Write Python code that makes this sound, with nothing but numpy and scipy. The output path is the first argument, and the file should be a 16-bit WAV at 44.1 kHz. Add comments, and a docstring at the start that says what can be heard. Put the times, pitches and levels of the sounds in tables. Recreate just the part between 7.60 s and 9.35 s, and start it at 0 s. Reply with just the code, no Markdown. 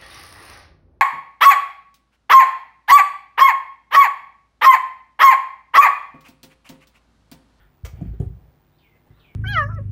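"""A small tripod is folded and stood on a table in a quiet room.
It sways and scrapes in the hand, then its metal legs clack together. The rubber feet thump down
repeatedly, loose joints tick and the table top booms until the hand's grip stills it.
A bird outside gives two falling chirps, with a soft bump and more scraping around the second.
Mains hum, buzzing hiss and a thin whine lie underneath throughout."""
import sys
import numpy as np
from scipy import signal
from scipy.fft import rfft, irfft, next_fast_len
from scipy.io import wavfile

SR = 44100
rng = np.random.default_rng(int(sys.argv[2]) if len(sys.argv) > 2 else 0)


def store_wav(level_fs):
    """Save 16-bit WAV to argv[1]."""
    pcm = np.round(np.clip(np.atleast_2d(level_fs), -1, 1) * 32767)
    wavfile.write(sys.argv[1], SR, pcm.T.astype(np.int16))


N = 77175
T = np.arange(N) / SR

# foot landings: (time [s], thud level [dB], thud pitch [Hz], table level [dB], contact [s])
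LANDINGS = [(0.233, -15, 72.7, -34.5, 0.0069), (.330, -19, 80.4, -38.5, 0.0048),
            (.384, -28, 131, -38, 0.0041), (0.4103, -21.5, 280, -51, 0.00033),
            (.416, -11, 162, -32.5, 0.00397), (.424, -13.5, 278, -55, 0.0066),
            (.457, -16.5, 195, -48, 0.0057), (0.471, -15, 55.8, -29.5, 0.008),
            (0.506, -18, 60, -38, 0.0061), (0.531, -26, 100, -43, 0.0017), (.599, -5.5, 130.7, -28, 0.0017),
            (.619, -40, 189, -33, .0014), (.629, -14.5, 110, -40.5, 0.0026),
            (0.662, -13, 76, -36.5, 0.0041), (0.781, -39, 101, -44, 0.0047), (0.877, -36, 123, -64, 0.0011),
            (1.501, -32.5, 119, -52.5, 0.0032), (1.521, -52, 123, -61.5, .002)]
# table top: (frequency [Hz], gain [dB], t60 [s])
TABLE_MODES = [(58.67, -4, 0.56), (97, -22, 0.19), (106.4, -2.5, 0.73), (148, -3.5, 0.26),
               (172.6, -14.5, 0.75), (264, -8, 0.1), (309, -13, 0.13), (381.4, 0, 0.26), (414, -4.5, 0.083),
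               (440.5, -4.5, 0.16), (532, -8, 0.11), (686, -8.5, 0.057), (749, -13, 0.13), (847, -9, 0.064)]
# hollow first touch of a foot: (time [s], level [dB], pitch [Hz])
KNOCKS = [(0.4109, -36.5, 682), (.6005, -41.5, 741)]
THUD_T60_CYCLES, GRIP_START_S, GRIP_DB_PER_S = 4.14, 0.91, 200


def feet():
    """Each landing gives a dead thud and rings the table; shorter contacts reach higher modes."""
    thuds = sum(from_db(db) * ring(push(s, .5 / hz), hz, THUD_T60_CYCLES / hz)
                for s, db, hz, _, _ in LANDINGS)
    force = sum(from_db(db) * push(s, contact_s) for s, _, _, db, contact_s in LANDINGS)
    split_force = force * [T < GRIP_START_S, T >= GRIP_START_S]
    early, late = sum((-1) ** k * from_db(db) * ring(split_force, hz, t60)
                      for k, (hz, db, t60) in enumerate(TABLE_MODES))
    table = early * from_db(-GRIP_DB_PER_S * np.maximum(T - GRIP_START_S, 0)) + late
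    knocks = sum(from_db(db) * ring(push(s, .5 / hz), hz, t60=.053) for s, db, hz in KNOCKS)
    dry = butter(butter(thuds, 340, "low") + table + knocks, 48.4, "high", order=4)
    return dry + room(dry, gain_db=-10.5)


# leg-on-leg hits: (time [s], level [dB])
CLACKS = [(.2488, -37.5), (.2523, -36.5), (.2585, -42), (.2612, -43), (.2655, -43)]
# clack spectrum: (frequency [Hz], gain [dB])
CLACK_COLOUR = [(250, -8), (450, 4.5), (620, 0.5), (850, 0), (1300, -5.5), (2300, -4), (4200, -14),
                (6000, -9.5), (7400, -13), (11000, -22), (15000, -11)]
# leg tube modes, then a 15 kHz microphone resonance: (frequency [Hz], gain [dB], t60 [s])
CLACK_MODES = [(490, -3, .07), (850, -6, .06), (1108, -6, .08), (1272, -7, .08), (1900, -7, .06),
               (2304, -1, .1), (2670, -4, .1), (5265, -6, .16), (5800, 3, .06), (6751, -9, .06),
               (7467, -10, .08), (15000, -4, .24)]
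CLACK_RING_DB = -21


def legs():
    """The legs clack together, ringing their tubes and setting off a thin 15 kHz microphone ring."""
    clicks = sum(from_db(db) * push(s, 3 / SR) for s, db in CLACKS)
    ringing = sum(from_db(db + CLACK_RING_DB) * ring(clicks, hz, t60) for hz, db, t60 in CLACK_MODES)
    dry = coloured(cracks(CLACKS, t60=.029), CLACK_COLOUR) + ringing
    return dry + room(dry, gain_db=-6.5)


# joint ticks: (time [s], level [dB], low-pass [Hz])
TICKS = [(0.414, -57, 9300), (0.6004, -48, 11500)]
# tick spectrum: (frequency [Hz], gain [dB])
TICK_COLOUR = [(500, 9), (1200, 1.5), (2700, -9), (4500, -15), (5600, -20), (6800, -12.5), (8500, -13.5),
               (11500, -9)]
PING_DB = -1.5


def joints():
    """Loose joints tick as the feet land, each with a very short ping."""
    bursts = sum(butter(cracks([(s, db)], t60=.041), hz, "low", order=8) for s, db, hz in TICKS)
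    clicks = sum(from_db(db + PING_DB) * push(s, 3 / SR) for s, db, _ in TICKS)
    ping = ring(clicks, hz=6850, t60=.012)
    ticks = coloured(bursts, TICK_COLOUR)
    return ticks + ping + room(ticks, gain_db=3.5)


# leg slides: (start [s], length [s], level [dB], squeak [Hz])
SLIDES = [(-.04, 0.1, -62, 1740), (0.307, 0.22, -66.5, 2370), (0.5, 0.078, -69, 1900),
          (1.461, 0.034, -68, 776), (1.495, 0.034, -66, 2000), (1.54, 0.11, -67, 1360)]
# scrape spectrum: (frequency [Hz], gain [dB])
SCRAPE_COLOUR = [(200, 12.5), (750, 15.5), (1100, 7.5), (1800, 17.5), (2500, 4.5), (3200, 13.5),
                 (4500, -23.5), (9000, -3.5)]
GRAINS_PER_S, SQUEAK_T60_S, SQUEAK_DB = 1500, .006, 1
OVERTONE_RATIO, OVERTONE_DB = 1.89, -13


def slides():
    """Legs slide in their braces: dense friction grains scrape and excite a faint squeak."""
    grains = rms_one((rng.random(N) < GRAINS_PER_S / SR) * rng.standard_normal(N))
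    scrape = coloured(grains, SCRAPE_COLOUR)
    dry = 0
    for s, length_s, db, hz in SLIDES:
        overtone = from_db(OVERTONE_DB) * ring(grains, hz * OVERTONE_RATIO, SQUEAK_T60_S)
        squeak = from_db(SQUEAK_DB) * rms_one(ring(grains, hz, SQUEAK_T60_S) + overtone)
        dry += from_db(db) * arch(s, length_s) * (scrape + squeak) / 2
    return dry + room(dry)


# hand rubs: (start [s], length [s], level [dB])
RUBS = [(0.26, 0.32, -57), (0.638, 0.39, -63.5), (1.339, 0.056, -62), (1.457, 0.037, -58.5),
        (1.56, 0.61, -62)]
# rub spectrum: (frequency [Hz], gain [dB])
RUB_COLOUR = [(100, 6), (350, 4.5), (550, 3), (800, 2.5), (1300, -25), (1600, -8.5), (3500, -27),
              (8000, -30)]
SWAY_DB, SWAY_HZ = -51, 49.6


def hand():
    """The carried stand sways with a low flutter; the hand rubs on it in swells of noise."""
    sway = from_db(SWAY_DB) * arch(start_s=-.02, length_s=.14) * np.sin(2 * np.pi * SWAY_HZ * T)
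    swells = sum(from_db(db) * arch(s, length_s) for s, length_s, db in RUBS)
    return sway + swells * coloured(rng.standard_normal(N), RUB_COLOUR)


# calls: (fall start [s], level [dB], final pitch [Hz], upper voice gain [dB])
CHIRPS = [(1.181, -66.5, 2029, -2), (1.594, -61.5, 2170, -3.5)]
# effort through a call: (time from fall start [s], gain [dB])
CHIRP_EFFORT = [(0, 2), (.02, -2.5), (.035, -8), (.058, 6.5), (.09, -1), (.12, -2), (.19, 2)]
FALL_TOP_HZ, FALL_TAU_S = 3780, .036
ATTACK_S, RELEASE_START_S, CHIRP_S = .0057, .189, .199
LEAD_S, LEAD_START_HZ, LEAD_END_HZ, LEAD_DB = .077, 3365, 4340, -12.5
UPPER_RATIO, UPPER_FADE_DB_PER_S = 1.26, 48


def bird():
    """A faint rising note, then a raspy two-voiced whistle that falls and levels out."""
    dry = 0
    for s, db, end_hz, upper_db in CHIRPS:
        t = np.maximum(T - s, 0)
        fall_hz = end_hz + (FALL_TOP_HZ - end_hz) * np.exp(-t / FALL_TAU_S)
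        gate = np.interp(t, [0, ATTACK_S, RELEASE_START_S, CHIRP_S], [0, 1, 1, 0])
        effort = from_db(np.interp(t, *np.transpose(CHIRP_EFFORT)))
        lower = whistle(fall_hz, rasp=.04)
        upper = from_db(upper_db - UPPER_FADE_DB_PER_S * t) * whistle(fall_hz * UPPER_RATIO, rasp=.08)
        lead_hz = np.interp(T - s, [-LEAD_S, 0], [LEAD_START_HZ, LEAD_END_HZ])
        lead = np.sqrt(np.abs(arch(s - LEAD_S, LEAD_S))) * whistle(lead_hz, rasp=0)
        dry += from_db(db) * (gate * effort * (lower + upper) + from_db(LEAD_DB) * lead)
    return from_db(-1) * dry + room(dry, gain_db=-2)


def whistle(hz, rasp, tremble_hz=450):
    """A sine whose pitch trembles at random; rasp is the relative rms deviation."""
    tremble = 1 + rasp * rms_one(butter(rng.standard_normal(N), tremble_hz, "low"))
    return np.sin(2 * np.pi * np.cumsum(hz * tremble) / SR)


# room noise spectrum: (frequency [Hz], gain [dB])
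AIR_COLOUR = [(20, -35), (45, 1), (150, 0.5), (220, -8), (350, -6), (520, -14), (780, -11), (1300, -16.5),
              (2200, -22.5), (4000, -28.5), (7000, -36), (14000, -39.5)]
# mains hum: (harmonic number, rms level [dB])
HUM_HARMONICS = [(1, -70), (3, -68), (5, -74.5), (7, -77.5)]
AIR_DB, MAINS_HZ, BUZZ_DEPTH = -62, 50.2, .47
WHINE_HZ, WHINE_DB, WHINE_DEPTH = 15050, -76, .6


def background():
    """Room noise and mains hum; the hiss and a thin electrical whine pulse at twice the mains rate."""
    air = from_db(AIR_DB) * coloured(rng.standard_normal(N), AIR_COLOUR)
    pulse = np.sin(4 * np.pi * MAINS_HZ * T)
    buzz = BUZZ_DEPTH * pulse * butter(air, 2500, "high", order=1)
    hum = sum(np.sqrt(2) * from_db(db) * np.sin(2 * np.pi * (k * MAINS_HZ * T + rng.random()))
              for k, db in HUM_HARMONICS)
    whine = rms_one(ring(rng.standard_normal(N), WHINE_HZ, t60=.016)) * (1 + WHINE_DEPTH * pulse)
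    whine = butter(whine, [WHINE_HZ - 450, WHINE_HZ + 450], "band")
    return air + buzz + hum + from_db(WHINE_DB) * whine


# room decay: (frequency [Hz], t60 [s])
ROOM_T60 = [(100, .38), (500, .32), (2500, .33), (4200, .24), (7000, .26), (15000, .25)]
ROOM_ONSET_S = .0045


def room(x, gain_db=0):
    """Diffuse tail that dies faster in the treble."""
    edges_hz = np.geomspace(40, 18000, 10)
    tail = 0
    for low, high in zip(edges_hz, edges_hz[1:]):
        band = butter(rng.standard_normal(N), [low, high], "band", order=4)
        tail += band * from_db(-60 * T / at_hz(ROOM_T60, np.sqrt(low * high)))
    tail *= 1 - np.exp(-(T / ROOM_ONSET_S) ** 2)
    return from_db(gain_db) * signal.fftconvolve(x, tail / np.linalg.norm(tail))[:N]


def cracks(hits, t60):
    """A fast-dying burst of noise for each hard contact."""
    envelope = sum((T >= s) * from_db(db - 60 * np.maximum(T - s, 0) / t60) for s, db in hits)
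    return rng.standard_normal(N) * envelope


def push(start_s, length_s):
    """Contact force of unit impulse."""
    force = arch(start_s, length_s) ** 2
    return force / (force.sum() + 1e-12)


def arch(start_s, length_s):
    """Half a sine, zero elsewhere."""
    return np.sin(np.pi * np.clip((T - start_s) / length_s, 0, 1))


def ring(x, hz, t60):
    """One mode: a unit click starts a decaying sine of height 1."""
    radius, angle = from_db(-60 / (t60 * SR)), 2 * np.pi * hz / SR
    return signal.lfilter([0, np.sin(angle)], [1, -2 * radius * np.cos(angle), radius ** 2], x + 1e-18)


def coloured(x, colour):
    """Minimum-phase filter with the given spectrum and unit power gain."""
    size = 2 * next_fast_len(N)
    gain = rms_one(from_db(at_hz(colour, np.fft.rfftfreq(size, 1 / SR))))
    cepstrum = irfft(np.log(gain))
    cepstrum[1:size // 2] *= 2
    cepstrum[size // 2 + 1:] = 0
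    return irfft(rfft(x, size) * np.exp(rfft(cepstrum)))[:N]


def butter(x, hz, kind, order=2):
    """Butterworth filter."""
    return signal.sosfilt(signal.butter(order, hz, kind, fs=SR, output="sos"), x)


def at_hz(points, hz):
    """Read a table on a log-frequency axis."""
    points_hz, values = np.transpose(points)
    return np.interp(np.log(np.maximum(hz, 1)), np.log(points_hz), values)


def rms_one(x):
    """Scale to unit rms."""
    return x / np.sqrt(np.mean(x ** 2) + 1e-20)


def from_db(db):
    """Decibels to gain."""
    return 10 ** (np.asarray(db) / 20)


def scene():
    """All sources, mono."""
    return (legs() + feet() + joints() + slides() + hand() + bird() + background())[None]


def record(dry):
    """Steep low-pass at 15.6 kHz."""
    return signal.sosfilt(signal.ellip(12, .2, 80, 15600, fs=SR, output="sos"), dry)


dry = scene()
out = record(dry)
store_wav(out)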